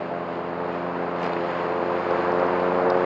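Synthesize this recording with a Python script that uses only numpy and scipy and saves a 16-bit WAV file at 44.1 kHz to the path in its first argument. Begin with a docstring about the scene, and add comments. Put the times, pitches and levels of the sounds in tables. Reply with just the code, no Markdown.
"""A field of tall grass: a ride-on mower comes from far off towards a stereo microphone.
Blades thump the air under the deck as partials of the blade rate; a twin engine drones as partials of
its cycle. Air roars in a puff per blade pass and cut grass hisses and patters, both from shaped noise.
Stalks and grit crack and knock on the deck now and then: short rings, each with a rough rattle."""
import sys
import numpy as np
from scipy import signal
from scipy.fft import rfft, irfft, next_fast_len
from scipy.io import wavfile
from scipy.ndimage import uniform_filter1d

SR = 44100
rng = np.random.default_rng(int(sys.argv[2]) if len(sys.argv) > 2 else 0)


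def wav_out(sig):
    """Save sig, one row per channel (or a flat mono array), as 16-bit PCM at SR to the path in sys.argv[1]."""
    wavfile.write(sys.argv[1], SR, np.round(np.clip(np.atleast_2d(sig).T, -1, 1) * 32767).astype(np.int16))


def voltage_ratio(level):
    """Linear amplitude factor for a level in decibels (scalar or array-like)."""
    return 10 ** (np.asarray(level, float) / 20)


N = 134505  # samples, about 3.05 s

# Blade speed, sagging in thick grass and rising as the load eases: time_s, passes_per_s
BLADE_RATE = [(0, 86.1), (.4, 86.4), (.9, 87.8), (1.15, 87.5), (1.4, 86.5), (1.7, 87.3), (2.3, 88.3),
              (2.45, 89.1), (2.8, 90.0), (3.05, 90.3)]
# Partials of the blade thump: multiple_of_blade_rate, relative_level_db
BLADE_PARTIALS = [(2, 4.5), (3, 4), (4, -4.5), (5, -3), (6, -4), (7, -7), (8, -8.5), (9, -16.5), (10, -21)]
# Lowest blade partial, and how rough the upper ones are: time_s, level_db, roughness (a plain factor)
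BLADE_FUNDAMENTAL = [(0, -59, 1.54), (.6, -53.5, 1.08), (1.3, -55, 1.09), (1.6, -54, 0.8), (2.3, -49, 0.51),
                     (3.05, -49.5, 0.68)]
# Deck sounds before the fixed offsets in air_roar() and grass_hiss():
# time_s, low_blade_db, upper_blade_db, roar_db, hiss_db
DECK_LEVELS = [(0, -49, -38, -34.5, -56), (.15, -46, -37.5, -33.5, -57), (.4, -47.5, -35, -33.5, -55.5),
               (.65, -45, -34, -31.5, -56.5), (.9, -42.5, -34.5, -31.5, -55),
               (1.16, -45, -33.5, -30.5, -54), (1.24, -40.5, -32.5, -27.5, -52.5),
               (1.39, -44.5, -31, -29.5, -51), (1.51, -46.5, -32, -29.5, -51.5),
               (1.86, -46.5, -30, -28.5, -52.5), (2.15, -47, -27.5, -26, -51), (2.33, -43, -27, -26.5, -52),
               (2.45, -41.5, -26.5, -25, -51.5), (2.7, -40, -27, -26.5, -52.5),
               (2.95, -43, -23, -25.5, -51.5), (3.05, -42.5, -25.5, -25.5, -51)]
# Engine speed: time_s, cycles_per_s
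ENGINE_RATE = [(0, 25.1), (.7, 25.2), (1.0, 25.4), (1.5, 25.35), (2.2, 25.65), (2.8, 25.95), (3.05, 26.0)]
# Engine partials, some favoured by uneven twin firing: multiple_of_engine_cycle, relative_level_db
ENGINE_PARTIALS = [(4, -22), (5, -7), (6, -10.5), (8, -2.5), (9, -8.5), (11, -9.5), (12, -16.5), (13, -9),
                   (16, -7.5)]
# Engine drone gain: time_s, level_db
ENGINE_LEVEL = [(0, -44.5), (1, -46), (1.8, -43.5), (2.5, -43.5), (3.05, -42)]
# Spectrum shape of the roar of air and grass under the deck: frequency_hz, relative_level_db
ROAR_SHAPE = [(30, -61), (60, -40.5), (110, -26.5), (190, -13.5), (300, -8), (500, -1.5), (700, -1),
              (1050, -1.5), (1600, -11.5), (2500, -24.5), (3300, -43), (5500, -120)]
# Spectrum shape of the grass hiss: frequency_hz, relative_level_db
HISS_SHAPE = [(880, -35.5), (1500, -2.5), (2680, -9.5), (3690, -19.5), (4380, -19.5), (4990, -24.5),
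              (5920, -38), (6860, -33.5), (7700, -47), (9200, -55), (9900, -71), (12500, -89.5)]
# Gain on the separate hiss noise that forms the side signal, strong in two bands: frequency_hz, gain_db
HISS_SIDE = [(2700, -72), (3050, -9), (4100, -3), (4400, -31), (5600, -35), (5900, -3.5), (6400, -25),
             (10000, -34.5)]
# Stalks and grit snapping on the deck: time_s, body_level_db, body_pitch_hz, top_level_db, top_pitch_hz
CRACKS = [(1.198, -47, 4970, -62, 7380), (1.206, -52, 4500, -61, 8000), (1.217, -48, 5200, -59, 7200),
          (1.2288, -43, 5500, -53, 7100), (1.23, -42, 3580, -49, 6600), (1.241, -37, 4570, -52, 6800),
          (1.254, -39, 4000, -60, 7640), (1.261, -37.5, 4460, -58, 7540), (1.277, -40, 4400, -60, 6800),
          (1.334, -30.5, 3670, -56.5, 7970), (2.11, -39, 4600, -64, 7500), (2.21, -39, 3700, -60.5, 7940),
          (2.3195, -40, 4800, -58, 8300), (2.338, -45, 4200, -58.5, 8620), (2.399, -37, 4300, -63, 8150),
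          (2.466, -47.5, 5200, -65, 8560), (2.6315, -47, 3980, -57.5, 9400),
          (2.9014, -28.5, 4400, -52, 6600), (2.903, -29, 4200, -51, 6800)]
# Duller knocks of thick stalks: time_s, level_db, pitch_hz
KNOCKS = [(1.229, -31, 1720), (1.253, -29, 2300), (1.3203, -29.5, 2780), (1.334, -37, 2500),
          (1.3665, -26.5, 1910), (1.3663, -27, 2600)]
# Treble of the hits in the side signal: frequency_hz, gain_db
HIT_SIDE = [(2700, -69.5), (3100, 0), (5000, -3.0), (12000, -9.5)]

LOW_PARTIALS = 2  # the first rows of BLADE_PARTIALS, which stay steady
BRIGHT_FROM, BRIGHT_DB = 7, 10.5  # partials from this one up: dB gained per unit of roughness above 1
NEAR_TILT_DB_PER_S = 0.5  # partials above the 5th gain this, the 4th loses it
PASS_SCATTER_DB, PASS_JITTER = 1.61, 0.0073  # level and timing (share of a pass), at roughness 1
THUMP_LEAN, THUMP_SMEAR = 0.15, 0.016  # turns of phase: lopsided thump, drawn out by the deck
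WOBBLE_LIMIT = 6  # phase wobble grows no further above this multiple
PUFF_DEPTH, PUFF_WIDTH = 0.4, 0.18  # share of the roar that is puffed; decay as share of a pass
PATTER_PER_S, PATTER_DB, PATTER_SPREAD_DB = 600, -10, 2.5  # level is against the hiss noise
SHOWER_S, SHOWER_WIDTH_S, SHOWER_DB = 1.25, 0.055, 10  # a swell of the patter
HISS_TOP_DB_PER_S = -1.4  # slope of the gain above 5.5 kHz
BODY_CYCLES, TOP_CYCLES, KNOCK_CYCLES = 0.83, 0.9, 1.3  # half-lengths of the rings
RATTLE_DB, RATTLE_S = -18, 0.0027  # gain and decay time of the deck rattle
HIT_SIDE_DB = -3  # added to HIT_SIDE


def curve(table, column):
    """One column of a time table, per sample."""
    rows = np.array(table)
    return np.interp(np.arange(N) / SR, rows[:, 0], rows[:, column])


def unit(x):
    """Scale to rms 1."""
    return x / np.sqrt(np.mean(x ** 2))


def colour(x, table):
    """Shape a spectrum by frequency_hz, gain_db points on a log frequency scale."""
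    rows, size = np.array(table), next_fast_len(N)
    hz = np.arange(size // 2 + 1) * SR / size + 1
    gain_db = np.interp(np.log(hz), np.log(rows[:, 0]), rows[:, 1])
    return irfft(rfft(x, size) * voltage_ratio(gain_db), size)[:N]


def walk(rate):
    """Random levels held 1 / rate s and smoothed twice; rms 1."""
    hold = max(int(SR / rate), 1)
    steps = np.repeat(rng.standard_normal(N // hold + 1), hold)
    smooth = uniform_filter1d(uniform_filter1d(steps, hold), hold)
    return unit(smooth[:N])


def hum(turns, partials, waver_db, wobble, rate, aligned):
    """Partials of a rotation, higher ones less steady in level and phase; aligned phases make a thump."""
    total = np.zeros(N)
    for k, db in partials:
        level = np.sqrt(2) * voltage_ratio(db + waver_db * k * walk(rate))
        wander = wobble * min(k, WOBBLE_LIMIT) * walk(rate)  # radians
        offset = THUMP_LEAN + THUMP_SMEAR * (k - 5) ** 2 if aligned else rng.random()
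        total += level * np.cos(wander + 2 * np.pi * (k * turns + offset))
    return total


def blades(turns):
    """Each blade pass thumps the air: steady low partials, upper ones scattered pass by pass."""
    size, late = rng.standard_normal((400, 2))[np.round(turns).astype(int)].T
    size, late = uniform_filter1d(size, size=100), uniform_filter1d(late, size=100)
    rough = curve(BLADE_FUNDAMENTAL, column=2)
    tilt_db = NEAR_TILT_DB_PER_S * (np.arange(N) - N / 2) / SR
    upper = []
    for k, db in BLADE_PARTIALS[LOW_PARTIALS:]:
        bright_db = BRIGHT_DB * (rough - 1) if k >= BRIGHT_FROM else 0
        upper.append((k, db + min(k - 5, 1) * tilt_db + bright_db))
    first = np.sqrt(2) * np.cos(2 * np.pi * turns) * voltage_ratio(curve(BLADE_FUNDAMENTAL, column=1))
    low = hum(turns, BLADE_PARTIALS[:LOW_PARTIALS], waver_db=0.37, wobble=0.027, rate=24.0, aligned=True)
    uneven_turns = turns + PASS_JITTER * late * rough
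    high = hum(uneven_turns, upper, waver_db=0.31 * rough, wobble=0.15 * rough, rate=15.0, aligned=True)
    low_gain = voltage_ratio(curve(DECK_LEVELS, column=1))
    high_gain = voltage_ratio(curve(DECK_LEVELS, column=2) + PASS_SCATTER_DB * size * rough)
    return first + low * low_gain + high * high_gain


def engine():
    """Drone of the twin's exhaust: partials of the engine cycle with unrelated phases."""
    cycles = np.cumsum(curve(ENGINE_RATE, column=1)) / SR
    drone = hum(cycles, ENGINE_PARTIALS, waver_db=0.2162, wobble=0.06, rate=14.0, aligned=False)
    return drone * voltage_ratio(curve(ENGINE_LEVEL, column=1))


def air_roar(turns):
    """Turbulent air under the deck: noise that jumps up at each blade pass and dies back."""
    phase = (turns + 0.066) % 1
    puff = 1 - PUFF_DEPTH * (1 - np.exp(-phase / PUFF_WIDTH))
    noise = rng.standard_normal(N) * puff * voltage_ratio(0.5 * walk(29.92))
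    return unit(colour(noise, ROAR_SHAPE)) * voltage_ratio(curve(DECK_LEVELS, column=3) + 0.5)


def grass_patter():
    """Bits of cut grass: random single-sample ticks of uneven size, with one brief shower."""
    struck = rng.random(N) < PATTER_PER_S / SR
    grains = struck * rng.standard_normal(N) * voltage_ratio(PATTER_SPREAD_DB * rng.exponential(size=N))
    from_shower = (np.arange(N) / SR - SHOWER_S) / SHOWER_WIDTH_S
    shower_db = SHOWER_DB * np.exp(-0.5 * from_shower ** 2)
    return voltage_ratio(PATTER_DB + shower_db) * unit(grains)


def grass_hiss():
    """Hiss and patter of cut grass as shaped noise; separate noise widens the treble; mid and side."""
    hiss = colour(rng.standard_normal(N) * voltage_ratio(1.1 * walk(14.0)) + grass_patter(), HISS_SHAPE)
    top = signal.sosfilt(signal.butter(4, 5500, "high", fs=SR, output="sos"), hiss)
    top_gain = voltage_ratio(HISS_TOP_DB_PER_S * (np.arange(N) - N / 2) / SR)
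    hiss = hiss + top * (top_gain - 1)
    gain = voltage_ratio(curve(DECK_LEVELS, column=4) + 10.5) / np.std(hiss)
    side = colour(colour(rng.standard_normal(N), HISS_SHAPE), HISS_SIDE)
    return gain * hiss, gain * side


def air(turns):
    """Moving air and cut grass together: the roar in the middle, the hiss wide; mid and side."""
    hiss, side = grass_hiss()
    return air_roar(turns) + hiss, side


def rings(times_s, levels_db, pitches_hz, half_cycles):
    """Each hit swells and dies within a few cycles of its own pitch, under a bell-shaped envelope."""
    out, lag = np.zeros(N), np.arange(-300, 300)
    for s, db, hz, turn in zip(times_s, levels_db, pitches_hz, rng.random(len(times_s))):
        cycle = lag / SR * hz
        envelope = np.exp(-0.5 * (cycle / half_cycles) ** 2)
        out[int(s * SR) + lag] += voltage_ratio(db) * envelope * np.cos(2 * np.pi * (cycle + turn))
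    return out


def cracks():
    """Stalks and grit on steel: snaps with a body and a top, duller knocks, a decaying noise rattle."""
    start_s, body_db, body_hz, top_db, top_hz = np.array(CRACKS).T
    bodies = rings(start_s, body_db, body_hz, BODY_CYCLES)
    tops = rings(start_s, top_db, top_hz, TOP_CYCLES)
    knock_s, knock_db, knock_hz = np.array(KNOCKS).T
    hits = bodies + tops + rings(knock_s, knock_db, knock_hz, KNOCK_CYCLES)
    rattle = rng.standard_normal(size=600) * np.exp(-np.arange(600) / SR / RATTLE_S)
    return hits + voltage_ratio(RATTLE_DB) * signal.fftconvolve(hits, rattle)[:N]


def scene():
    """Blades, engine and roar sit in the middle; only the treble of hiss and hits is wide."""
    turns = np.cumsum(curve(BLADE_RATE, column=1)) / SR  # blade passes so far
    mid, side = air(turns)
    hits = cracks()
    mid = mid + blades(turns) + engine() + hits
    late_hits = np.roll(hits, shift=3)  # samples
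    side = side + voltage_ratio(HIT_SIDE_DB) * colour(late_hits, HIT_SIDE)
    return np.array([mid + side, mid - side])


def top_cut(x):
    """Nothing passes above the cut-off."""
    return signal.sosfilt(signal.butter(12, 11800, fs=SR, output="sos"), x)


def record(dry):
    """The finished stereo mix, with a ramp of a few ms at both ends."""
    to_nearest_end = np.minimum(np.arange(N), np.arange(N)[::-1])
    ramp = np.clip(to_nearest_end / 150, 0, 1)
    mix = dry * ramp
    return top_cut(mix)


dry = scene()
out = record(dry)
wav_out(out)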